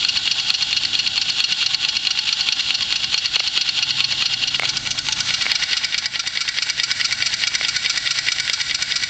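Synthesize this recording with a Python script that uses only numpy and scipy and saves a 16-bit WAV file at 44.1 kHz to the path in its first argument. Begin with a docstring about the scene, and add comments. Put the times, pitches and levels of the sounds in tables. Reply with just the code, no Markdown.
"""A small model engine turns over on compressed air in a yard, heard by a camera that steps in closer.
Each turn the loose motion chatters once and knocks twice: shaped noise and hard contacts ring the boiler shell.
Air hisses through the valve as noise that swells and dips over each turn; low damped sines puff and thud under it.
A few clicks of the camera's case are damped rings; behind them lie a far rumble of noise and a wavering hum.
The recorder ducks, saturates softly, is band-limited and clips on the hardest knocks."""
import sys
import numpy as np
from scipy import signal
from scipy.fft import rfft, irfft, next_fast_len
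from scipy.io import wavfile
from scipy.ndimage import uniform_filter1d, map_coordinates

SR = 44100
rng = np.random.default_rng(int(sys.argv[2]) if len(sys.argv) > 2 else 0)


def voltage_ratio(decibels):
    """Convert decibels (scalar or array-like) to amplitude ratios, 20 dB per decade."""
    exponent = np.asarray(decibels, float) / 20
    return 10 ** exponent


def persist_wave(psi):
    """Save psi, clipped to +-1, as 16-bit WAV."""
    counts = np.round(np.clip(psi, -1, 1) * 32767).astype(np.int16)
    wavfile.write(sys.argv[1], SR, np.atleast_2d(counts).T)


N = 400869  # length in samples

# The crank at the back knock of every third turn.
# Each row: time in seconds, base strength of the knocks in dB.
CRANK_MARKS = [(0.0471, -11.5), (0.7282, -11), (1.4016, -11.5), (2.0700, -11.5), (2.7050, -12.5),
               (3.3570, -11.5), (4.0046, -11.5), (4.6528, -12.5), (5.3036, -13.5), (5.9430, -12.5),
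               (6.5846, -13), (7.2236, -12), (7.8606, -12.5), (8.4953, -13), (9.1340, -14)]
SKIP_AT_S, SKIP_S = 2.45, .0232  # the recorder drops one block: the rhythm jumps ahead
CHATTER_TURN, FRONT_TURN = .172, .539  # share of a turn after the back knock
LOOSE_S = .0008  # play in the joints scatters each contact in time


def timing():
    """Times of back knock, chatter and front knock for every turn, from the crank's slow drift in speed."""
    marks = np.transpose(CRANK_MARKS)[0]
    unbroken = marks + SKIP_S * (marks > SKIP_AT_S)
    turns = np.arange(3 * len(marks) - 3)[:, None] + [0, CHATTER_TURN, FRONT_TURN]
    s = np.interp(turns / 3, np.arange(len(marks)), unbroken)
    skipped = s - SKIP_S * (s > SKIP_AT_S)
    return (skipped + LOOSE_S * rng.standard_normal(s.shape)).T


def strength(s, mean_db, scatter_db, chance):
    """Level in dB of one kind of contact: moved by the engine's loudness at the microphone and by scatter."""
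    loudness_s, loudness_db = np.transpose(ENGINE_LOUDNESS)
    drift_db = np.interp(s, loudness_s, loudness_db) - loudness_db.mean()
    knock_db = np.interp(s, *np.transpose(CRANK_MARKS)) + 0.6 * drift_db  # dB of knock per dB of hiss
    return knock_db + mean_db + scatter_db * np.clip(chance, -2.5, 1.3)


def chatter(s):
    """A dense cluster of blows, then rattling, which is louder when the first blows are softer."""
    luck = rng.standard_normal(len(s))
    first_db = strength(s, mean_db=-1.5, scatter_db=1.8, chance=luck)
    rattle_db = strength(s, mean_db=-7.5, scatter_db=3.2, chance=-luck)
    shape = bursts(s - .002, first_db, rise=0.0016, hold=0.007, t60=0.021)
    shape += bursts(s + 0.0048, rattle_db, rise=0.002, hold=0.0072, t60=0.055)
    return body(shape * habitual(s, share=.4), column=1)


# Back knocks that land harder than the rest.
# Each row: time in seconds, extra level in dB.
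HARD_KNOCKS = [(0.5009, 4.5), (1.6239, 0.5), (2.4868, 3), (2.9224, 3), (3.1409, 4), (3.357, 4.5),
               (3.5746, 3.5), (4.0046, 2.5), (4.2222, 3), (5.5164, 3.5), (5.7288, 2), (6.7977, 2),
               (7.2229, 1.5), (7.436, 1.5), (8.2841, 2)]


def reversals(front_s, back_s):
    """Slack is taken up with a tick, the rod scrapes, then the bearing knocks home; the back knock bounces."""
    chance = rng.standard_normal((len(back_s), 6)).T
    front_db = strength(front_s, -0.79, 1.3, chance[2])
    back_db = strength(back_s, -0.73, 1.2, chance[3])
    back_db = back_db + sum(db * (np.abs(back_s - s) < .05) for s, db in HARD_KNOCKS)
    # a strong tick comes with a weaker scrape
    front_tick_db = strength(front_s, -9.5, 5.5, chance[4])
    front_scrape_db = strength(front_s, -9.5, 3.5, -chance[4])
    back_tick_db = strength(back_s, -7, 2.7, chance[5])
    back_scrape_db = strength(back_s, -10, 2.8, -chance[5])

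    front = bursts(front_s - .001, front_db, rise=0.0012, hold=0.0069, t60=0.022)
    front *= habitual(front_s, share=.4)
    front += blows(front_s + 0.001025, front_db + 13.5)

    back = bursts(back_s - .0005, back_db + 0.75, rise=0.002, hold=0.0024, t60=0.044)
    back *= contacts(spread_db=8.5)
    back += blows(back_s + .0021, back_db + 20.5) - blows(back_s + 0.00284, back_db + 17)
    bounce_s = back_s + .006 + .0006 * chance[0]
    back += blows(bounce_s, back_db + 12.5 + 1.3 * chance[1])

    ticks = bursts(front_s - .015, front_tick_db, rise=0.001, hold=0.00065, t60=0.016)
    ticks += bursts(back_s - .0188, back_tick_db, rise=.0007, hold=0.0011, t60=0.016)
    scrapes = bursts(front_s - .011, front_scrape_db - 1, rise=0.0016, hold=0.0085, t60=0.0076)
    scrapes += bursts(back_s - .015, back_scrape_db - 1, rise=0.0036, hold=.014, t60=0.005)
    slack = (ticks + scrapes) * contacts(spread_db=6.5)
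    slack += blows(front_s - .0142, front_tick_db + 11) + blows(back_s - .018, back_tick_db + 11)
    return body(front, column=2) + body(back, column=3) + body(slack, column=4)


# The link's own ring.
# Each row: frequency in Hz, mean level against the knock strength in dB, t60 in seconds.
LINK_RING = [(1390, -13.5, .1), (2250, -8.5, 0.1), (2930, -11, .07), (3770, -11, .08), (4400, -13, .06),
             (5215, -10.5, .06)]


def link(s):
    """The chattering link rings on briefly as softly started damped sines, louder from close by."""
    near = np.interp(s, *np.transpose(CAMERA_PLACE)[::2])
    near_db = 20 * np.log10(near + 1e-3)
    fade_in = np.minimum(np.arange(SR // 10) / (.003 * SR), 1)
    out = 0
    for hz, mean_db, t60 in LINK_RING:
        luck = rng.standard_normal(len(s))
        db = strength(s, mean_db, 3, luck) + near_db
        out = out + strikes(s, db, fade_in * ring(hz, t60))
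    return out


# Colour of the valve tap.
# Each row: frequency in Hz, relative gain in dB.
VALVE_COLOUR = [(150, -24.5), (300, -8.5), (900, -3), (2000, 1), (4000, 2), (8000, -26.5)]


def valve(s):
    """A soft tap as the valve gear turns over, once a turn, ringing the shell's modes."""
    db = -31 + rng.standard_normal(len(s))
    taps = bursts(s, db, rise=0.0032, hold=0.0032, t60=0.039) * contacts(spread_db=3.0)
    taps += blows(s + .001, db + 21.5)
    modes = [(hz, width, voltage_ratio(side_db)) for hz, width, side_db, _ in SHELL_MODES]

    def gain(hz):
        return voltage_ratio(along(hz, *np.transpose(VALVE_COLOUR))) * np.hypot(1, humps(hz, modes))
    return coloured(taps, gain)


def crank(back_s, chatter_s, front_s):
    """Turns of the crank at each sample, pinned by the three contacts of every turn."""
    count = np.arange(len(back_s))
    times = np.ravel(np.transpose([back_s, chatter_s, front_s]))
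    turns = np.ravel(np.transpose([count - .17, count, count + .37]))
    # run on a little past both ends
    times = np.r_[times[0] - .1, times, times[-1] + .1]
    turns = np.r_[turns[0] - .45, turns, turns[-1] + .46]
    return np.interp(np.arange(N) / SR, times, turns)


# Slow loudness of the engine at the microphone.
# Each row: time in seconds, hiss level in dB before the swing within each turn.
ENGINE_LOUDNESS = [(0.0, -22), (1.2, -24), (1.6, -22.5), (1.92, -25), (2.63, -22), (3.0, -24.5),
                   (4.18, -22), (4.61, -26.5), (4.91, -31.5), (5.34, -25), (5.62, -24), (6.13, -32.5),
                   (6.96, -26), (8.48, -26.5), (8.76, -29), (9.09, -26)]
# Hiss through the ports over one turn, from the chatter on.
# Each row: share of the turn from 0 to 1, change of hiss in dB.
PORT_SWING = [(0, -5), (.1, -5), (.2, -1.5), (.3, -1.5), (.45, -2.5), (0.581, -4), (0.661, -1.5), (.74, -1),
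              (.82, -3), (.88, -1), (1, -2.5)]


def hiss(turns):
    """Air through the ports is noise that swells and dips with the crank, rough with small rattles."""
    level_db = curves(ENGINE_LOUDNESS)[0] + np.interp(turns % 1, *np.transpose(PORT_SWING))
    flutter_db = 0.82 * wobble(25) + 1.25 * wobble(160)
    return body(voltage_ratio(level_db + flutter_db) * contacts(spread_db=3.5), column=5)


def exhaust(chatter_s, front_s, back_s):
    """Low puffs of air just ahead of chatter and front knock; the back stroke thuds in the shell."""
    scatter_db = 2.4 * rng.standard_normal((len(back_s), 4)).T
    puffs = strikes(chatter_s - .005, -36 + scatter_db[0], ring(180, t60=.025))
    puffs += strikes(front_s - .004, -32.5 + scatter_db[1], ring(130, t60=.035))
    thud = ring(486, t60=.06) + 2.5 * ring(270, t60=0.018)  # the first is the boiler's lowest ring
    thuds = strikes(back_s - .019, -46.5 + scatter_db[2], thud)
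    thuds += strikes(back_s, -43.5 + scatter_db[3], thud)
    return puffs + thuds


# Colour of each part from the side, from above and from near.
# Each row: frequency in Hz, then relative gain in dB of chatter, front knock, back knock, tick and scrape, hiss.
FROM_SIDE = [(262, -39, -22, -20, -21, -17.5), (493, -26.5, -39.5, -25, -26.5, -25.5),
             (860, -36, -27.5, -29, -24.5, -21), (1270, -21.5, -26, -13.5, -13.5, -21),
             (1430, -19, -19.5, -13.5, -21.5, -12), (2035, -19, -12.5, -18, -15.5, -13),
             (2524, -10, -11.5, -0.5, -2.5, -7.5), (2740, -3, -3.5, -2.5, -0.5, -2),
             (3650, -9, -15.5, -3.5, -4, 1.5), (4330, 2.5, 4.5, 3, -4.5, -1.5),
             (5010, -5.5, -5, -18.5, -9, -5.5), (5990, -11.5, -15.5, -20, -18.5, -15.5),
             (6640, -27, -20, -18.5, -17.5, -18.5), (7010, -17.5, -26.5, -27.5, -14.5, -13),
             (8180, -39.5, -40, -35, -37, -29)]
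FROM_ABOVE = [(250, -18, -23.5, -27.5, -25, -7), (495, -44.5, -32, -25.5, -25.5, -19),
              (864, -26.5, -18, -11.5, -5, -14), (1250, -26, -29, -21, -4.5, -10.5),
              (1460, -15.5, -3.5, -8.5, -4.5, -7), (1940, -22, -19.5, -12, -13, -8.5),
              (2320, -10, -14, -7.5, 7, -9), (2920, -6, -0.5, -3.5, 2.5, -6.5),
              (3700, -1, -2.5, -8.5, 3.5, 1), (4200, -3.5, 2, 4.5, -1, 0),
              (4750, -0.5, 8, -18.5, -1.5, -4.5), (5900, -7.5, -2.5, -18, -5.5, -10.5),
              (6350, -6.5, -16.5, -15, -25.5, -6), (7300, -19, -5, -17, -9.5, -14),
              (7950, -29, -17.5, -25.5, -24.5, -23.5)]
FROM_NEAR = [(250, -32, -21.5, -26, -22, -30.5), (490, -27.5, -25, -30, -14.5, -20.5),
             (875, -26.5, -23.5, -24, -27.5, -14), (1300, -9.5, -13, -14, -19.5, -15),
             (1503, -12, -10.5, -18, -7.5, -2.5), (2050, -7.5, 0.5, 4, 4, 1),
             (2330, -1.5, -4.5, -4.5, -10, -5), (2830, -7, -10.5, -2.5, -3, -5),
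             (3600, -8, -12, 1, -1.5, -2.5), (3960, 1.5, -0.5, -8, -4, 1), (4940, 4.5, 1.5, 3.5, -5.5, 1),
             (5780, -4, -9, -14, -9, -7.5), (6400, -12.5, -13.5, -22.5, -16.5, -16.5),
             (7470, -4, -10.5, -19.5, -24, -6), (7930, -17, -21.5, -40, -25, -17)]
# Where the camera stands.
# Each row: time in seconds, share above from 0 to 1, share near from 0 to 1; the side has the rest.
CAMERA_PLACE = [(0, 0.02, 0), (4.5, 0, 0.01), (4.8, 0.96, 0.04), (5.2, 0.95, 0.08), (5.6, 0.1, 0.75),
                (5.95, 0.2, 0.85), (6.5, 0.1, .95), (9.1, 0.06, 0.94)]
# Modes of shell, wheels and rods.
# Each row: frequency in Hz, width in Hz, relative gain in dB from the side, relative gain in dB from near.
SHELL_MODES = [(659, 3.1, -2.5, 15.5), (774, 8.2, 17.5, 5.5), (864.2, 7.9, 18, 4.5), (1088, 17, 11, 2.5),
               (1380, 43, 5, 11), (1481, 34, 7.5, 11.5), (1714, 32, -0.5, -0.5), (1938, 22, 2.5, 8.5),
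               (2277, 48, -1, 12.5), (2820, 134, 6, 7), (3318, 34, 8, 5), (3706, 38, -13, 9.5),
               (4325, 110, 4.5, 1.5), (4680, 77, -1.5, 3), (5050, 36, -8.5, 4), (5893, 132, 5, 9),
               (7140, 200, 2.5, -1)]


def body(x, column):
    """A part's sound rings the resonant shell; its colour crossfades as the camera moves."""
    above, near = curves(CAMERA_PLACE)
    shares = np.sqrt(np.clip([1 - above - near, above, near], 0, 1))
    out = 0
    for share, table, closeness in zip(shares, (FROM_SIDE, FROM_ABOVE, FROM_NEAR), (0, .5, 1)):
        table = np.transpose(table)
        modes = [(hz, width, voltage_ratio(side_db + closeness * (near_db - side_db)))
                 for hz, width, side_db, near_db in SHELL_MODES]

        def gain(hz):
            colour = voltage_ratio(along(hz, table[0], table[column]))
            return colour * np.hypot(1, humps(hz, modes)) * (hz > 120)
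        out = out + share * coloured(x, gain)
    return out


# Treble of the engine while the camera moves.
# Each row: time in seconds, gain of the top in dB.
TREBLE_LEVEL = [(0, 0.5), (4.6, -1), (4.95, 2.5), (5.3, 1), (5.6, -4.5), (6.1, -2.5), (6.6, -0.5),
                (7.2, 0.5), (9.09, 1.5)]


def shaded(x):
    """The engine's sound above about 6 kHz brightens and dulls over time."""
    highpass = signal.butter(2, 6000, "high", fs=SR, output="sos")
    top = signal.sosfiltfilt(highpass, x)
    return x + (voltage_ratio(curves(TREBLE_LEVEL)[0]) - 1) * top


# Clicks of the camera's case.
# Each row: time in seconds, then relative level in dB of snap, bright ring, hollow ring.
CASE_CLICKS = [(3.3645, 1, -18, -23), (3.4035, -7, -8, -19), (4.133, -27, -15, -25),
               (4.5966, 7, -5.5, -17.5), (4.6226, -9, -7.5, -26), (4.6325, -18, -13.5, -15),
               (4.644, -12, -15, -30), (5.4560, -30, -13, -40), (5.4653, -19, -6, -34),
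               (7.6115, -6, -6, -20)]
# Rings of the case: bright, hollow, hollow overtone.
# Each row: frequency in Hz, t60 in seconds.
CASE_RINGS = [(2200, .015), (800, .012), (1400, .009)]


def case():
    """Dry clicks close to the microphone: a very short snap, a bright and a hollow ring, rough with crackle."""
    s, snap_db, bright_db, hollow_db = np.transpose(CASE_CLICKS)
    bright, hollow, overtone = [ring(hz, t60) for hz, t60 in CASE_RINGS]
    snap = strikes(s, snap_db + 0.5, ring(2600, t60=0.0025))
    rings = strikes(s, bright_db, bright) + strikes(s, hollow_db, hollow + 1.2 * overtone)
    clicks = snap + rings * (1 + 0.63 * wobble(700))
    return coloured(clicks, lambda hz: 1 / np.sqrt(1 + (380 / (hz + 1)) ** 8))  # too small for bass


# Colour of the far rumble.
# Each row: frequency in Hz, relative gain in dB.
RUMBLE_COLOUR = [(13, -40.5), (22, 4.5), (120, 0), (335, -4.5), (392, -20), (606, -12.5), (661, -6),
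                 (700, -11.5), (910, -45), (1540, -120)]
# Level of the rumble.
# Each row: time in seconds, level in dB before a slow random waver.
RUMBLE_LEVEL = [(0, -45), (2, -47.5), (4, -46.5), (5.4, -43), (6.1, -52.5), (7, -45.5), (9.09, -49)]
# Tones of the hum.
# Each row: centre frequency in Hz, relative level in dB.
HUM_TONES = [(108, -5), (135, -2)]
# Swell of the hum.
# Each row: time in seconds, level in dB.
HUM_SWELL = [(0.0, -55), (0.8, -47.5), (1.2, -53), (1.85, -58.5), (2.2, -51), (3.1, -55), (3.69, -53),
             (4.05, -42), (4.84, -46.5), (5.32, -43), (5.52, -50), (6.05, -58.5), (7.1, -46), (7.42, -51.5),
             (8.4, -47), (9.09, -60)]


def yard():
    """Far rumble of filtered noise, and a low hum of sines that waver in pitch and come and go."""
    rumble = coloured(rng.standard_normal(N), lambda hz: voltage_ratio(along(hz, *np.transpose(RUMBLE_COLOUR))))
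    rumble_db = curves(RUMBLE_LEVEL)[0] + 1.7 * wobble(2.1)
    hum = 0
    for hz, db in HUM_TONES:
        phase = 2 * np.pi * np.cumsum(hz + 2.5 * wobble(6)) / SR
        hum = hum + voltage_ratio(db + 1.5 * wobble(3.8)) * np.sin(phase)
    return voltage_ratio(rumble_db) * unit(rumble) + voltage_ratio(curves(HUM_SWELL)[0]) * unit(hum)


def contacts(spread_db, even=0.0022):
    """Many small blows and a few hard ones, of steady power over any `even` seconds."""
    x = rng.standard_normal(N) * voltage_ratio(spread_db * rng.standard_normal(N))
    return x / np.sqrt(np.abs(uniform_filter1d(x ** 2, round(even * SR))) + 1e-9)


def habitual(times, share):
    """Contacts that partly repeat, since the same loose parts meet in the same order every turn."""
    pattern = contacts(spread_db=5.5)[:SR // 20]
    habit = strikes(times - .004, np.zeros(len(times)), pattern)
    return np.sqrt(share) * habit + np.sqrt(1 - share) * contacts(spread_db=6)


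def bursts(times, db, rise, hold, t60):
    """Envelope of blows that rise, hold and die away; rise, hold and t60 in seconds."""
    t = np.arange(SR // 10) / SR
    shape = np.minimum(t / rise, 1) * voltage_ratio(-60 * np.maximum(t - hold, 0) / t60)
    out = np.zeros(N + len(t))
    for s, level in zip(times, db):
        out[max(round(s * SR), 0):][:len(t)] += voltage_ratio(level) * shape
    return out[:N]


def blows(times, db):
    """Single hard contacts, one sample each."""
    return np.bincount(np.clip(np.round(times * SR).astype(int), 0, N - 1), voltage_ratio(db), N)


def strikes(times, db, shape):
    """One copy of a shape at each time."""
    return signal.oaconvolve(blows(times, db), shape)[:N]


def ring(hz, t60):
    """A damped sine, 0.1 s long, losing 60 dB in t60 seconds."""
    t = np.arange(SR // 10) / SR
    return np.sin(2 * np.pi * hz * t) * voltage_ratio(-60 * t / t60)


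def humps(hz, modes):
    """Summed gain of (Hz, width, gain) resonances."""
    return np.sqrt(sum(g ** 2 / (1 + (2 * (hz - c) / w) ** 2) for c, w, g in modes))


def coloured(x, gain, size=16384):
    """x through the minimum-phase filter of energy 1 whose shape is gain, a function of frequency."""
    cepstrum = irfft(np.log(gain(np.fft.rfftfreq(size, 1 / SR)) + 1e-6))
    cepstrum[1:size // 2] *= 2  # folding makes the filter causal
    cepstrum[size // 2 + 1:] = 0
    response = irfft(np.exp(rfft(cepstrum)))
    return signal.oaconvolve(x, response / np.linalg.norm(response))[:N]


def along(hz, points_hz, values):
    """Values joined on a log-frequency axis."""
    return np.interp(np.log(hz + 1), np.log(np.add(points_hz, 1)), values)


def curves(rows):
    """One value per sample for each column after the time."""
    s, *columns = np.transpose(rows)
    return [np.interp(np.arange(N) / SR, s, column) for column in columns]


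def wobble(rate):
    """A smooth random curve, rate knots a second."""
    knots = rng.standard_normal(int(N * rate / SR) + 4)
    return map_coordinates(knots, [np.arange(N) * rate / SR])


def unit(x):
    """Scaled to rms 1."""
    return x / np.sqrt(np.mean(x ** 2) + 1e-20)


def ducked(x, knee_db, slope, release):
    """Gain control: smoothed power above the knee pulls the gain down; release is its time constant in s."""
    keep = np.exp(-1 / (release * SR))
    power = signal.lfilter([1 - keep], [1, -keep], x ** 2)
    return x * (1 + power / voltage_ratio(knee_db) ** 2) ** -slope


def scene():
    """Engine, camera case and yard, in one channel."""
    back_s, chatter_s, front_s = timing()
    motion = chatter(chatter_s) + link(chatter_s)
    motion += reversals(front_s, back_s) + valve(chatter_s + .044)
    air = hiss(crank(back_s, chatter_s, front_s)) + exhaust(chatter_s, front_s, back_s)
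    return (shaded(motion + air) + case() + yard())[None]


def band_limit(x):
    """A steep low-pass at the top of the band."""
    return signal.sosfilt(signal.butter(12, 15800, fs=SR, output="sos"), x)


# Frequency response of the recorder, with a steep upper limit.
# Each row: frequency in Hz, gain in dB.
RECORDER_BAND = [(20, -13.5), (50, -2.5), (8200, -0.5), (8600, -10.5), (8900, -17.5), (9150, -59),
                 (22000, -120)]


def record(dry):
    """Gain control, a soft ceiling, a steep band limit; the converter shaves the hardest knocks."""
    x = voltage_ratio(3) * ducked(dry, knee_db=-22, slope=.36, release=.016)
    x = x / (1 + np.abs(x / .81) ** 4) ** .25
    size = next_fast_len(N + SR // 10)
    band = voltage_ratio(along(np.fft.rfftfreq(size, 1 / SR), *np.transpose(RECORDER_BAND)))
    x = irfft(rfft(x, size) * band, size)[:, :N]
    return band_limit(np.clip(x, -.72, .72))


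dry = scene()
out = record(dry)
persist_wave(out)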